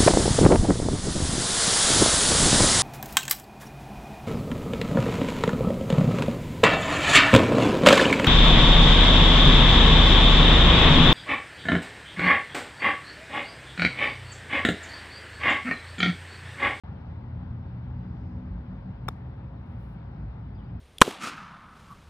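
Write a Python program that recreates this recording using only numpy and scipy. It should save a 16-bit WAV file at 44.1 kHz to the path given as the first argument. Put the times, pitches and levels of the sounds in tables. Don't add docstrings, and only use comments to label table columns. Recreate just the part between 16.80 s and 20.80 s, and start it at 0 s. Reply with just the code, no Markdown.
import sys
import numpy as np
from scipy import signal
from scipy.fft import rfft, irfft
from scipy.io import wavfile
from scipy.ndimage import uniform_filter1d

SR = 44100
rng = np.random.default_rng(int(sys.argv[2]) if len(sys.argv) > 2 else 0)


def pcm_store(signal):
    levels = np.round(np.clip(np.atleast_2d(signal), -1, 1) * 32767)
    wavfile.write(sys.argv[1], SR, levels.astype(np.int16).T)


N = 176400

# frequency_hz, coherence
NOISE_COHERENCE = [(60, 1), (150, 1.7), (290, 0.77), (640, 0), (1400, 0.8), (3100, .5), (7000, 0.25),
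                   (15000, -2.5)]
# frequency_hz, lead_rad
NOISE_LEAD = [(20, 0), (120, 0.05), (300, 0.35), (860, 0.96), (1500, 0.95), (2400, 2), (3600, 4), (6000, 5)]
# frequency_hz, left_minus_right_db
NOISE_BALANCE = [(60, 0), (110, 0), (200, 1.5), (380, 2.5), (700, 6.5), (1290, 6.5), (2380, 0.5),
                 (4400, 1.5), (8120, -1.5), (15000, 0.5)]
# frequency_hz, gain_db
RUMBLE_SPECTRUM = [(15, -38), (30, -19), (44, -11.5), (55, -1), (72, -1.5), (95, -1), (125, -2.5),
                   (160, -6), (230, -12.5), (290, -18.5), (380, -24.5), (600, -44), (1500, -83.5)]
# time_s, level_db
RUMBLE_ENVELOPE = [(0, -39.5), (.9, -39), (1.75, -38.5), (2.3, -39), (2.85, -40), (3.2, -39.5), (4, -37.5)]
# frequency_hz, gain_db
HISS_SPECTRUM = [(100, -12.5), (300, -3.5), (480, -1), (620, 0.5), (880, 1.5), (1150, -4.5), (1550, -7.5),
                 (2000, -11.5), (2600, -16), (3600, -21), (5200, -30), (7000, -50), (11000, -50.5),
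                 (16000, -58.5)]
# time_s, level_db
HISS_ENVELOPE = [(0, -50.5), (.4, -53.5), (1.5, -54), (2.3, -54), (3.2, -54), (4, -54)]
# peak_s, level_db
WIND_PUFFS = [(1.23, -39.5), (1.761, -36), (2.201, -42), (3.04, -38.5), (3.43, -39), (3.79, -40.5)]
# frequency_hz, gain_db
LEAF_SPECTRUM = [(1500, -19.5), (3500, -3.5), (5200, 1), (7000, -17.5), (12000, -30.5)]

# pitch_hz, level_db, peak_s, width_s, left_minus_right_db
MACHINE_TONES = [(84.7, -44, 0.82, 1.0, 1.5), (425.4, -67, 1.95, .85, 4.5), (481.7, -72, 1.5, 1.0, 4),
                 (546.2, -65.5, 1.9, 1.1, 5.5)]
# time_s, firing_hz, gain_db, lift_above_second_harmonic_db
ENGINE_RUN = [(0, 57.35, -7.5, -3), (.3, 57.96, -4.5, -1), (.6, 59, 0.5, -2), (1.15, 60.4, -1, -1),
              (1.5, 61.2, -1, 5), (1.9, 62.04, 0, 3), (2.45, 61.98, -1.5, -4), (2.9, 60.6, -6, 1.5),
              (3.3, 58, -5, -3), (4, 57.43, -2.5, -5)]
# harmonic_number, base_level_db
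ENGINE_HARMONICS = [(1, -49), (2, -41.5), (3, -48.5), (4, -53), (5, -64.5)]
# start_s, length_s, start_hz, end_hz, level_db
BIRD_CHIRPS = [(3.743, .028, 5450, 4700, -73), (3.771, 0.047, 3800, 2830, -68),
               (3.834, .025, 4450, 4700, -77.5), (3.883, .03, 2750, 3400, -73.5)]

# start_s, level_db, attack_s, t60_s, grains_per_s
CRUNCH_BURSTS = [(2.2830, -48, .0003, 0.009, 23000), (2.2856, -28, 0.00043, 0.0045, 31000),
                 (2.288, -53, .001, 0.028, 12000)]
# frequency_hz, gain_db
CRUNCH_SPECTRUM = [(200, -16), (1500, 1), (3300, 4), (4500, -5), (6000, -2), (8000, -7), (9100, 1.5),
                   (11300, 0), (14000, -7), (15500, -1.5), (17000, -15)]
# frequency_hz, gain_db
SPRAY_SPECTRUM = [(500, -10), (3000, 3), (5500, 2), (7500, -8), (10000, -4), (12500, -8), (14000, -18),
                  (16000, -20)]
# frequency_hz, gain_db
PATTER_SPECTRUM = [(1000, -18.5), (5000, -7.5), (8000, -9), (9800, 2), (13000, -1), (14500, -7),
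                   (15600, -1), (17000, -12)]
# time_s, level_db
PATTER_ENVELOPE = [(2.75, -106), (2.86, -92), (2.97, -89), (3.0, -81.5), (3.145, -84), (3.175, -106)]
# pitch_hz, gain_db, t60_s
THUD_MODES = [(387, -13, 0.0068), (870, -1.5, 0.011), (1590, -4, 0.0068), (2335, -2.5, 0.0053)]
# pitch_hz, gain_db, t60_s, left_minus_right_db
CLACK_MODES = [(310, -14, .022, 3), (437, -12, 0.026, 4), (738, -12, 0.022, 10), (1093, -2.5, 0.0115, 7),
               (1346, 0, 0.011, 7.5), (1740, -18.5, 0.01, -3.5), (2220, -21, 0.012, 5)]
# pitch_hz, gain_db, t60_s, left_minus_right_db
RING_MODES = [(2520, -9, .008, 0), (3530, 0, .013, -3), (3760, -5, .01, 0), (5380, 2, .0048, 3),
              (7260, -3, .005, 2), (9200, -6, .003, 0)]
# frequency_hz, lead_rad
IMPACT_LEAD = [(300, 0), (1200, 0.5), (2200, 1.03), (3500, 4), (5400, 1.55), (7200, 2.5)]

TIME_S = np.arange(N) / SR
BIN_HZ = np.fft.rfftfreq(N, 1 / SR)


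def amp(db):
    return 10 ** (np.asarray(db) / 20)


def unit_rms(x):
    return x / np.sqrt(np.mean(x ** 2) + 1e-30)


def spectrum(points):
    hz, value = np.transpose(points)
    return np.interp(np.log(BIN_HZ + 1), np.log(hz + 1), value)


def follow(points, column=1):
    columns = np.transpose(points)
    return np.interp(TIME_S, columns[0], columns[column])


def pan(db):
    return amp([db / 2, -db / 2]).reshape(2, -1)


def since(start_s):
    return np.maximum(TIME_S - start_s, 0)


def decay(t, t60_s):
    return np.exp(-np.log(1000) * t / t60_s)


def swell(peak_s, width_s):
    return np.exp(-((TIME_S - peak_s) / width_s) ** 2)


def drift(rate_hz):
    low_pass = np.exp(-(BIN_HZ / rate_hz) ** 2) * (BIN_HZ > 0)
    return unit_rms(irfft(rfft(rng.standard_normal(N)) * low_pass, N))


def tone(hz):
    return np.sin(2 * np.pi * np.cumsum(hz) / SR)


def scattered(x, echo_db, t60_s):
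    t = np.arange(SR // 2) / SR
    tail = rng.standard_normal((2, len(t))) * np.minimum(t / .0025, 1) * decay(t, t60_s)
    tail /= np.linalg.norm(tail, axis=1, keepdims=True)
    return x + amp(echo_db) * signal.fftconvolve(np.atleast_2d(x), tail, axes=1)[:, :N]


def outdoor_noise(colour):
    left, independent = rfft(rng.standard_normal((2, N)))
    coherence = np.clip(spectrum(NOISE_COHERENCE), 0, 1)
    right = coherence * left + np.sqrt(1 - coherence ** 2) * independent
    pair = np.array([left, right * np.exp(-1j * spectrum(NOISE_LEAD))])
    return unit_rms(irfft(pair * pan(spectrum(NOISE_BALANCE)) * amp(spectrum(colour)), N))


def treble_flicker(x, treble_depth_db):
    hz, _, cells = signal.stft(x, SR, nperseg=1024, noverlap=768)
    flicker = uniform_filter1d(rng.standard_normal(cells.shape[1:]), size=5, axis=0)
    flicker = unit_rms(uniform_filter1d(flicker, size=6, axis=1))
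    depth_db = treble_depth_db * np.clip(hz / 3000, .3, 1)[:, None]
    _, modulated = signal.istft(cells * amp(depth_db * flicker), SR, nperseg=1024, noverlap=768)
    return unit_rms(modulated[:, :N])


def wind_and_hiss(lumps_db=.8, waver_db=.5):
    rumble_gain = amp(follow(RUMBLE_ENVELOPE) + lumps_db * drift(11))
    hiss_gain = amp(follow(HISS_ENVELOPE) + waver_db * drift(8.4))
    hiss = treble_flicker(outdoor_noise(HISS_SPECTRUM), treble_depth_db=1.7)
    return rumble_gain * outdoor_noise(RUMBLE_SPECTRUM) + hiss_gain * hiss


def puffs(pitch_hz=56, waver=.08):
    envelope = sum(amp(db) * swell(peak_s, width_s=.06) for peak_s, db in WIND_PUFFS)
    return envelope * np.sqrt(2) * tone(pitch_hz * (1 + waver * drift(8)))


def leaves(level_db=-79.5):
    return amp(level_db) * swell(peak_s=1.45, width_s=.25) * outdoor_noise(LEAF_SPECTRUM)


def machinery(waver=.005, flutter_db=2.5):
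    hums = np.zeros((2, N))
    for hz, db, peak_s, width_s, side_db in MACHINE_TONES:
        hum = np.sqrt(2) * tone(hz * (1 + waver * drift(8)))
        envelope = 1 / np.sqrt(1 + ((TIME_S - peak_s) / width_s) ** 4)
        hums += pan(side_db) * amp(db + flutter_db * drift(5)) * envelope * hum
    return hums


def engine(waver=.016, flutter_db=3, throb_hz=5.7, throb_peak_s=2.275, throb_depth_db=4.5):
    cycles = np.cumsum(follow(ENGINE_RUN) * (1 + waver * drift(5.67))) / SR
    gain_db, lift_db = follow(ENGINE_RUN, column=2), follow(ENGINE_RUN, column=3)
    drone = np.zeros(N)
    for harmonic, db in ENGINE_HARMONICS:
        partial_db = db + (harmonic > 2) * lift_db + flutter_db * drift(7)
        drone += amp(partial_db) * np.sqrt(2) * np.sin(2 * np.pi * (harmonic * cycles + rng.random()))
    pulsation = np.cos(2 * np.pi * throb_hz * (TIME_S - throb_peak_s)) - .5
    throb_db = throb_depth_db * swell(throb_peak_s, width_s=.55) * pulsation
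    return pan(db=.7) * amp(gain_db + throb_db) * drone


def bird(warble=.02, ease=1.8):
    song = np.zeros(N)
    for start_s, length_s, start_hz, end_hz, db in BIRD_CHIRPS:
        progress = np.minimum(since(start_s) / length_s, 1)
        glide_hz = end_hz + (start_hz - end_hz) * (1 - progress) ** ease
        song += amp(db) * np.sin(np.pi * progress) * tone(glide_hz * (1 + warble * drift(150)))
    return song


def grains(per_s, colour):
    clicks = rng.standard_normal((2, N)) * (rng.random((2, N)) < per_s / SR)
    return unit_rms(irfft(rfft(clicks) * amp(spectrum(colour)), N))


def burst(start_s, db, attack_s, t60_s, per_s, colour):
    t = since(start_s)
    return amp(db) * np.minimum(t / attack_s, 1) * decay(t, t60_s) * grains(per_s, colour)


def sand(patter_per_s=1300):
    crunch = sum(burst(*row, CRUNCH_SPECTRUM) for row in CRUNCH_BURSTS)
    spray = burst(start_s=2.29, db=-69, attack_s=.005, t60_s=.33, per_s=2000, colour=SPRAY_SPECTRUM)
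    tick = burst(start_s=2.503, db=-74.5, attack_s=1 / SR, t60_s=.01,
                 per_s=patter_per_s, colour=PATTER_SPECTRUM)
    patter = amp(follow(PATTER_ENVELOPE)) * grains(patter_per_s, PATTER_SPECTRUM)
    return crunch + spray + tick + patter


def ringing(modes, start_s, rise_s):
    t = since(start_s)
    rise = np.sin(np.pi / 2 * np.minimum(t / rise_s, 1)) ** 2
    return rise * sum((-1) ** k * pan(side_db) * amp(db) * decay(t, t60_s) * np.sin(2 * np.pi * hz * t)
                      for k, (hz, db, t60_s, side_db) in enumerate(modes))


def strike(thud_side_db=7):
    thud_modes = [(*row, thud_side_db) for row in THUD_MODES]
    thud = amp(-24) * ringing(thud_modes, start_s=2.2828, rise_s=.00012)
    clack = amp(-17) * ringing(CLACK_MODES, start_s=2.2855, rise_s=.00075)
    ring = amp(-24.5) * ringing(RING_MODES, start_s=2.2862, rise_s=.00091)
    left, right = -(thud + clack + ring)
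    lag = np.exp(-1j * spectrum(IMPACT_LEAD))
    return np.array([left, irfft(rfft(right) * lag, N)])


def scene():
    background = wind_and_hiss() + puffs() + leaves() + machinery() + engine()
    birdsong = scattered(bird(), echo_db=1.5, t60_s=.35)
    shot = scattered(strike() + sand(), echo_db=-19, t60_s=.022)
    return background + birdsong + shot


def record(dry, silence_s=.036, cutoff_hz=16450):
    fade_in = np.minimum(since(silence_s) / .0005, 1)
    fade_out = np.minimum(TIME_S[::-1] / .004, 1)
    low_pass = signal.ellip(10, .1, 90, cutoff_hz, fs=SR, output="sos")
    return signal.sosfilt(low_pass, dry * fade_in * fade_out, axis=1)


dry = scene()
out = record(dry)
pcm_store(out)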